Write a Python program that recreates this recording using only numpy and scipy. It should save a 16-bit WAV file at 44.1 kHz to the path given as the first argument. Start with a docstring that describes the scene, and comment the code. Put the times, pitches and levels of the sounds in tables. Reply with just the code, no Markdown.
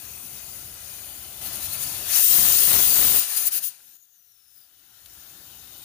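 """At a stove, by a two-port camera microphone, left port facing the jet, right port shaded: a pressure cooker
leaks steam round its weight (filtered noise) over a gas flame (low noise). The level steps up, the weight
rocks, then lifts in a loud blast that overloads both ports (clicks). It sputters as it drops back; the camera
swings away, the level far down; the last steam squeals faintly (gliding noise bands) and the hiss and
the roar creep back. Now and then the jet spits, and once the metal taps (noise bursts)."""
import sys
import numpy as np
from scipy import signal
from scipy.io import wavfile
from scipy.ndimage import uniform_filter1d

SR = 44100
rng = np.random.default_rng(int(sys.argv[2]) if len(sys.argv) > 2 else 0)


def pcm_store(signal):
    """Save signal as 16-bit PCM."""
    levels = np.round(np.clip(np.atleast_2d(signal), -1, 1) * 32767)
    wavfile.write(sys.argv[1], SR, levels.astype(np.int16).T)


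def how_loud(loudness_db):
    """Turn decibels into a plain amplitude multiplier (0 dB gives 1, 20 dB gives 10)."""
    steps = np.asarray(loudness_db, float) / 20
    return 10 ** steps


N = 257530
EDGE_HZ = 15480  # upper limit of the recorded sound


def evened(x):
    """Scaled to rms 1."""
    return x / np.sqrt(np.mean(x ** 2) + 1e-20)


def over_time(rows, t):
    """Each column of a table, joined by straight lines in time."""
    s, *columns = np.transpose(rows)
    return [np.interp(t, s, c) for c in columns]


def over_hz(rows, hz):
    """Each column of a table, joined by straight lines on a log-frequency axis."""
    f, *columns = np.transpose(rows)
    return np.array([np.interp(np.log(hz + 1), np.log(f + 1), c) for c in columns])


def held(t, start, end, rise, fall):
    """Rises from 0 to 1, holds, falls back."""
    return np.clip(np.minimum((t - start) / rise, (end - t) / fall), 0, 1)


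def low_passed(x, order, hz):
    """Butterworth low-pass."""
    return signal.lfilter(*signal.butter(order, hz, fs=SR), x)


def port_noise(size, same, lag=0.):
    """Random short-time spectra for two ports that agree by the share same(Hz); right lags by samples."""
    frames, hz = 4 * N // size + 5, np.fft.rfftfreq(size, 1 / SR)
    a, b, c, d = rng.standard_normal((frames, len(hz), 4)).T
    left = a + 1j * b
    alike = np.clip(same(hz), 0, 1)[:, None]
    late = np.exp(-2j * np.pi * hz * lag / SR)[:, None]
    right = alike * left * late + np.sqrt(1 - alike ** 2) * (c + 1j * d)
    return np.array([left, right]), hz, np.arange(frames) * size / 4 / SR


def sound_of(z, size):
    """Short-time spectra back to sound."""
    return signal.istft(z, nperseg=size, noverlap=3 * size // 4)[1][:, :N]


def patches(shape, tall, long):
    """A smooth random field over frequency and time, spread 1."""
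    field = rng.standard_normal(shape[::-1]).T
    return evened(uniform_filter1d(uniform_filter1d(field, tall, 0), long, 1))


# The weight lifts and drops back: [t/s, share of the blast colour 0-1]
WEIGHT_OPENS = [(2.05, 0.67), (2.19, 0.48), (2.215, 0.65), (2.3, 0.87), (3.19, 0.99), (3.23, 0.55)]
# The camera swings away: [t/s, share of the turned-away colour 0-1]
CAMERA_TURNS = [(3.7, 0.44), (4.0, 1), (5.1, .95)]
# Relative colour of the steam at the ports while leaking: [f/Hz, left level/dB, right level/dB]
LEAK_COLOUR = [(426, -16, -17), (890, -18, -19.5), (1570, -13, -20), (2230, -8, -12.5), (4100, -9.5, -17.5),
               (5700, -9.0, -24.5), (7000, -4, -35), (7660, -8.5, -23.5), (8700, -7.5, -10.5),
               (9150, 0.4, -9.1), (11450, -0.5, -14.5), (14100, -6.5, -19.5), (16000, -1, -28)]
# The same in the blast: [f/Hz, left level/dB, right level/dB]
BLAST_COLOUR = [(393, -25, -33), (900.0, -34, -43), (1520, -28.5, -40.5), (2420, -18.5, -30.5),
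                (3970, -17, -32.5), (5600, -17, -29), (6960, -8.5, -19), (7660, -13, -16), (8270, -9, -9.5),
                (9600, -5.5, -8.5), (11250, -7, -13), (14360, -2, -21), (15130, 1.5, -18)]
# The same with the camera turned away: [f/Hz, left level/dB, right level/dB]
AWAY_COLOUR = [(403, -17.5, -24), (880, -18, -17.5), (1550, -11.5, -22.5), (2540, -12, -17),
               (3900, -9.5, -16.5), (5100, -8.5, -24), (6900, -6.5, -37), (7600, -15, -28),
               (8900, -13.5, -14.5), (9700.0, -7, -18), (11500.0, -8, -17.5), (14000, -9.5, -27),
               (16000, -5.5, -25)]
# Bands that the pots and the stove corner raise or hollow out of the hiss:
# [f/Hz, width/Hz, level leaking/dB, level in the blast/dB, level turned away/dB]
STOVE_BANDS = [(740, 100, 6.5, 4.5, 1.5), (810, 190, 1.5, 1, 5), (940, 100, 6, 7, 1),
               (1416, 137, 6.5, 1.5, 11.5), (1793, 380, 5.5, 0, 6), (2990, 160, -2, 3, -1),
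               (3700, 470, -3, 0.5, 4.5), (4790, 390, 5.5, 4.5, 1), (6180, 510, 4.5, 2.5, 3.5),
               (6880, 84, -1, 1.5, -3.5), (8700, 220, -4, 2.5, -1.5), (9690, 240, 0, 7, -3),
               (10600, 570, 6, 1.5, 2.5), (14700, 590, -3, 4.5, 0.5)]


def steam_colour_db(hz, t, fall_db=46.0, fall_hz=573.0):
    """Spectrum of the turbulent steam at each port as the weight lifts and the camera turns."""
    opened, turned = over_time(WEIGHT_OPENS, t)[0], over_time(CAMERA_TURNS, t)[0]
    tables = LEAK_COLOUR, BLAST_COLOUR, AWAY_COLOUR
    leak, blast, away = (over_hz(table, hz)[:, :, None] for table in tables)
    colour_db = leak + opened * (blast - leak) + turned * (away - leak)
    # a small jet makes no bass: fall_db per octave below fall_hz
    colour_db -= fall_db * np.log2(np.clip(fall_hz / (hz + 1), 1, None))[:, None]
    for f, width, leak_db, blast_db, away_db in STOVE_BANDS:
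        band_db = leak_db + opened * (blast_db - leak_db) + turned * (away_db - leak_db)
        colour_db += band_db / (1 + (2 * (hz - f) / width) ** 2)[:, None]
    return colour_db


# Bounces off the lid and the stove top, left port then right: [delay/ms, gain]
LID_BOUNCES = [
    [(.72, 0.094), (1.55, 0.06), (2.4, 0.072), (3.1, 0.015)],
    [(.68, 0.18), (1.4, 0.11), (2.2, 0.084), (3.4, 0.086)],
]


def bounce_ripple(hz):
    """Delayed bounces add to the direct sound and ripple the spectrum at each port."""
    ripple = []
    for bounces in LID_BOUNCES:
        reflected = sum(gain * np.exp(-2j * np.pi * hz * ms / 1000) for ms, gain in bounces)
        ripple.append(1 + reflected)
    return np.array(ripple)[:, :, None]


# Likeness of the hiss at the two ports: [f/Hz, share 0-1]
PORT_LIKENESS = [(100, 0.44), (700, 0.69), (1500, 0.32), (2500, 0.55), (6000, 0.14), (9000, 0.46),
                 (11000, 0.29), (15000, 0.6)]
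# Slow course of the jet before the weight's movement and the level steps:
# [t/s, relative level/dB, body under 1300 Hz/dB, tilt/dB per octave, extra shading of the right port/dB]
JET_COURSE = [(0.0, -41.5, 1, -1.5, 2), (.58, -40.5, 2.5, -1.24, -.8), (.76, -44, -.5, -2.3, -1),
              (.9, -40.5, 3, -1.5, 1.2), (1.24, -41.5, 1.5, -1.95, 0), (1.42, -40.5, 2, -2.24, .8),
              (1.85, -35.5, 3, -1, .5), (2.05, -38.5, 1.5, -2.5, 0.5), (2.16, -24, 1, 0.55, .8),
              (2.2, -24.5, 6, 1.5, 0), (2.26, -23, -5, 2.1, 1), (2.33, -23, -2, 0, 2),
              (3.19, -24, -4.5, -0.17, 1), (3.26, -36, -0.5, -1.04, -.8), (3.39, -31, 8.5, 1, .3),
              (3.47, -32.5, 8, 2, 1.5), (3.51, -32, -3, 2.5, -2), (3.57, -30, 1, 2, -0.5),
              (3.68, -34.5, -2, 4, 5), (3.71, -50.5, -5, -2, 1.1), (3.77, -58, -1.5, -2, 0),
              (3.97, -58.5, 3, 1.6, 2), (4.4, -57.5, 1, 0.1, 3), (4.7, -55.5, 1, -.5, 0.5),
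              (5.2, -44.5, 1, -0.75, 0), (5.84, -42.5, 4, -0.5, 1)]
LAG_SAMPLES = 3.28  # the jet reaches the left port first
# each dB of the weight's movement tilts the hiss up (dB per octave) and thins its body (dB)
BRIGHTER, HOLLOWER = 0.29, -0.046


def jet(patchy_db=1.21, flutter_db=0.33, ripple_db=2.03):
    """Turbulent hiss of the escaping steam, shaped by the weight, the bounces and random wandering."""
    z, hz, t = port_noise(size=1024, same=lambda f: over_hz(PORT_LIKENESS, f)[0], lag=LAG_SAMPLES)
    body_db, tilt_db, shade_db = over_time(JET_COURSE, t)[1:]
    body_db = body_db + HOLLOWER * weight_db(t)
    tilt_db = tilt_db + BRIGHTER * weight_db(t)
    colour_db = steam_colour_db(hz, t)
    colour_db += tilt_db * np.log2(np.clip(hz, 300, None) / 9000)[:, None]
    colour_db += body_db / (1 + (hz / 1300) ** 4)[:, None]
    colour_db[1] -= shade_db
    shape = how_loud(colour_db) * bounce_ripple(hz) * (hz < EDGE_HZ)[:, None]
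    shape /= np.sqrt((abs(shape) ** 2).sum((0, 1)))  # equal power in every frame
    wander_db = patchy_db * patches(z.shape[1:], 14, 10)
    wander_db = wander_db + flutter_db * patches(z.shape[1:], 180, 2)
    # a fine random ripple over frequency, slowly drifting, separate at each port
    wander_db = wander_db + ripple_db * np.array([patches(z.shape[1:], 3, 90) for port in z])
    hiss = evened(sound_of(z * shape * how_loud(wander_db), size=1024))
    t = np.arange(N) / SR
    return np.sqrt(2) * hiss * how_loud(over_time(JET_COURSE, t)[0] + weight_db(t))


# Loudness of the burner roar as recorded, before the level steps: falls from 2.13 s, lowest near 4 s,
# then returns: [t/s, relative level/dB, rumble under 80 Hz/dB]
FLAME_COURSE = [(0.0, -52.5, 1), (1.42, -53.5, 5), (1.86, -51.5, 0), (2.13, -53, 1), (2.25, -61.5, -5),
                (3.25, -65, -6), (3.31, -62, -10), (3.64, -65, -13), (3.71, -76, -14), (3.92, -78, -7),
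                (3.99, -80, -3), (4.31, -79, 4), (4.6, -73.5, 1), (4.85, -67.5, 1), (5.08, -60.5, 10),
                (5.3, -55.5, 3), (5.84, -54, 1)]
# Relative spectrum of the roar: [f/Hz, level/dB per Hz]
ROAR_COLOUR = [(12, -53), (20, -23), (38, -16), (59, 1.5), (76, 0.5), (225, -8.5), (265, -14.5),
               (306, -9.5), (489, -16), (690, -14), (1010, -19), (1370, -17), (1500, -33.5), (1950, -43),
               (3300, -120)]


def flame(lumpy_db=1.5, right_db=-2.0):
    """Low roar of the burners: coloured noise, nearly the same at both ports."""
    z, hz, t = port_noise(size=2048, same=lambda f: 0.94 + 0 * f)
    # the roar is slightly fuller near 340 Hz with the camera turned away
    fuller_db = 1.6 * over_time(CAMERA_TURNS, t)[0] * np.exp(-((hz[:, None] - 340) / 120) ** 2)
    deep_db = over_time(FLAME_COURSE, t)[1] / (1 + (hz[:, None] / 80) ** 4)
    lumps_db = lumpy_db * patches(z.shape[1:], 6, 6)
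    z *= how_loud(over_hz(ROAR_COLOUR, hz)[0][:, None] + fuller_db + deep_db + lumps_db)
    roar = evened(sound_of(z, size=2048)) * how_loud(np.array([[0], [right_db]]))
    return roar * how_loud(over_time(FLAME_COURSE, np.arange(N) / SR)[0])


# The jet spits, and once the metal taps, before the port gains:
# [t/s, level/dB, f/Hz, half width/Hz, decay time constant/ms]
SPITS_AND_TAP = [(0.7402, -34, 13100, 3500, 4.), (3.8034, -51.5, 1150, 400, 2.5),
                 (5.0592, -43, 12500, 3500, 7.), (5.0596, -44, 4460, 2200, 2.5)]


def ticks(left_db=3, right_db=-8.0):
    """Short bursts of noise in a band, dying exponentially."""
    out, t = np.zeros(N), np.arange(800) / SR
    bursts = rng.standard_normal((len(SPITS_AND_TAP), 800))
    for (s, db, hz, half_width_hz, ms), burst in zip(SPITS_AND_TAP, bursts):
        low_hz, high_hz = max(hz - half_width_hz, 100), min(hz + half_width_hz, 20000)
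        band = signal.butter(2, [low_hz, high_hz], "band", fs=SR)
        grain = evened(signal.lfilter(*band, burst))
        out[round(s * SR):][:800] += how_loud(db) * grain * np.exp(-1000 * t / ms)
    return out * how_loud(np.array([[left_db], [right_db]]))


# Jet, flame and squeal step up or down together, each step lasting: [t/s, change of level/dB]
LEVEL_STEPS = [(1.413, 5), (3.971, -7.5), (4.058, -1.5)]


def level_steps(t):
    """Gain that jumps at each step and stays there."""
    return how_loud(sum(db * (t > s) for s, db in LEVEL_STEPS))


# The weight kicks up and lets out a puff: [peak t/s, half length/s, level over the hiss/dB]
WEIGHT_PUFFS = [(3.172, .03, 1.5), (3.375, 0.018, 6), (3.473, .022, 8.5), (3.63, 0.032, 5),
                (4.578, 0.1, 4.5)]
# The weight drops shut for a moment: [start t/s, end t/s, change of level/dB]
WEIGHT_SHUTS = [(3.484, 3.525, -14), (3.585, 3.643, -14.5)]
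# before the blast the weight rocks on its seat, every second crest weaker
ROCK_FIRST_S, ROCK_LAST_S, ROCK_CRESTS = 1.462, 1.828, 5
ROCK_DB, ROCK_UNEVEN_DB = 2.2, 0.5
SHUT_FALL_S, SHUT_RISE_S = 0.017, 0.021


def weight_db(t):
    """How far the moving weight lifts or lowers the hiss, in dB: rocking, puffs and shuts."""
    period = (ROCK_LAST_S - ROCK_FIRST_S) / (ROCK_CRESTS - 1)
    rocking = (t > ROCK_FIRST_S - period / 4) * (t < ROCK_LAST_S + period / 4)
    db = ROCK_DB * rocking * np.cos(2 * np.pi * (t - ROCK_FIRST_S) / period)
    db += ROCK_UNEVEN_DB * rocking * np.cos(np.pi * (t - ROCK_FIRST_S) / period)
    db += sum(d * held(t, s - half, s + half, half, half) for s, half, d in WEIGHT_PUFFS)
    return db + sum(d * held(t, a, b, SHUT_FALL_S, SHUT_RISE_S) for a, b, d in WEIGHT_SHUTS)


# Dense crackle of the left port, a steady run and three surges, before the blunting filter:
# [start t/s, end t/s, rms click level/dB]
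LEFT_CRACKLE = [(2.254, 3.225, -27.5), (2.298, 2.57, -27.5), (2.643, 2.86, -21.5), (2.92, 3.203, -23.5)]
# Single overloads of the right port: [t/s, click area/dB, sign]
RIGHT_POPS = [(2.7286, -5, 1), (2.7527, -17, -1), (2.7668, -3, -1), (2.872, -5, -1), (2.956, -6, -1),
              (3.0826, -11, -1), (3.1746, -1, -1)]
CRACKLES_PER_S, CRACKLE_RISE_S, CRACKLE_FALL_S = 900., 0.076, 0.04


def overload(spread_db=2.5, blunt_hz=2800.0, settle_hz=99.0, settle_db=6.0):
    """Overloaded ports: blunt clicks of either sign, on the left each with a slow settling."""
    t, clicks = np.arange(N) / SR, np.zeros((2, N))
    chance, size, sign = rng.random((N, 3)).T
    struck = chance < CRACKLES_PER_S / SR
    height = how_loud(-spread_db * np.log(np.maximum(size, 1 / 100)))  # many small clicks, few tall ones
    train = struck * height * np.sign(sign - .5)
    power = sum((how_loud(db) * held(t, a, b, CRACKLE_RISE_S, CRACKLE_FALL_S)) ** 2 for a, b, db in LEFT_CRACKLE)
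    clicks[0] = evened(train) * np.sqrt(power)
    for s, area_db, sign in RIGHT_POPS:
        clicks[1, round(s * SR)] = np.sign(sign) * how_loud(area_db)
    blunt = low_passed(clicks, 1, blunt_hz)
    blunt[0] += how_loud(settle_db) * low_passed(clicks[0], 1, settle_hz)
    return blunt


# The last steam squeals through the seat in overlapping glides, before swell, port gains and level steps:
# [start t/s, end t/s, from f/Hz, to f/Hz, level/dB, octave level/dB]
SQUEAL_GLIDES = [(3.8, 3.975, 7150, 6980, -79, -65), (3.9, 4.08, 6800, 6630, -68, -67),
                 (4.04, 4.19, 6640, 6600, -70, -82), (4.09, 4.36, 6060, 5760, -70.5, -68),
                 (4.29, 4.68, 5530, 4800, -70, -72.5)]
SQUEAL_RISE_S, SQUEAL_FALL_S, SQUEAL_SAG_POWER = .08, .035, 1.5
SQUEAL_FLICKER_DB, SQUEAL_SWELL_DB = 1.5, 4  # random flicker; each glide grows by the swell to its end
THIRD_HZ, THIRD_WIDTH_HZ, THIRD_DB = 15200, 450, 12  # the third partial stands out only near this band


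def squeal(half_width_hz=110., left_db=8., right_db=-6.):
    """A breathy whistle: each partial is a narrow band of noise that rides on a sagging pitch."""
    t, out = np.arange(N) / SR, np.zeros(N)
    for start, end, from_hz, to_hz, db, octave_db in SQUEAL_GLIDES:
        along = np.clip((t - start) / (end - start), 0, 1)
        hz = from_hz + (to_hz - from_hz) * along ** SQUEAL_SAG_POWER
        phase = 2 * np.pi * np.cumsum(hz) / SR
        third = how_loud(db + THIRD_DB) / (1 + (2 * (3 * hz - THIRD_HZ) / THIRD_WIDTH_HZ) ** 2)
        flicker = evened(low_passed(rng.standard_normal(N), 2, 20))
        sounding = held(t, start, end, SQUEAL_RISE_S, SQUEAL_FALL_S)
        sounding = sounding * how_loud(SQUEAL_FLICKER_DB * flicker + SQUEAL_SWELL_DB * along)
        for k, gain in enumerate([how_loud(db), how_loud(octave_db), third], 1):
            a, b = low_passed(rng.standard_normal((2, N)), 2, k * half_width_hz)
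            breath = evened(a * np.cos(k * phase) + b * np.sin(k * phase))
            out += gain * sounding * breath
    return out * how_loud(np.array([[left_db], [right_db]]))


def scene():
    """Jet, flame and squeal under the common level steps, with the ticks."""
    stepped = (jet() + flame() + squeal()) * level_steps(np.arange(N) / SR)
    return stepped + ticks()


def low_pass(x):
    """Removes everything above the highest recorded frequency."""
    return signal.sosfilt(signal.butter(12, 16830, fs=SR, output="sos"), x)


def record(dry):
    """The two-port microphone: overload clicks, bass cut, steep band limit, clipping at full scale."""
    wet = signal.lfilter(*signal.butter(3, 48, "high", fs=SR), dry + overload())
    edge = signal.firwin(701, EDGE_HZ, window=("kaiser", 9), fs=SR)
    limited = signal.oaconvolve(wet, edge[None], "same")
    finished = np.clip(limited, -1, 1)
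    return low_pass(finished)


dry = scene()
out = record(dry)
pcm_store(out)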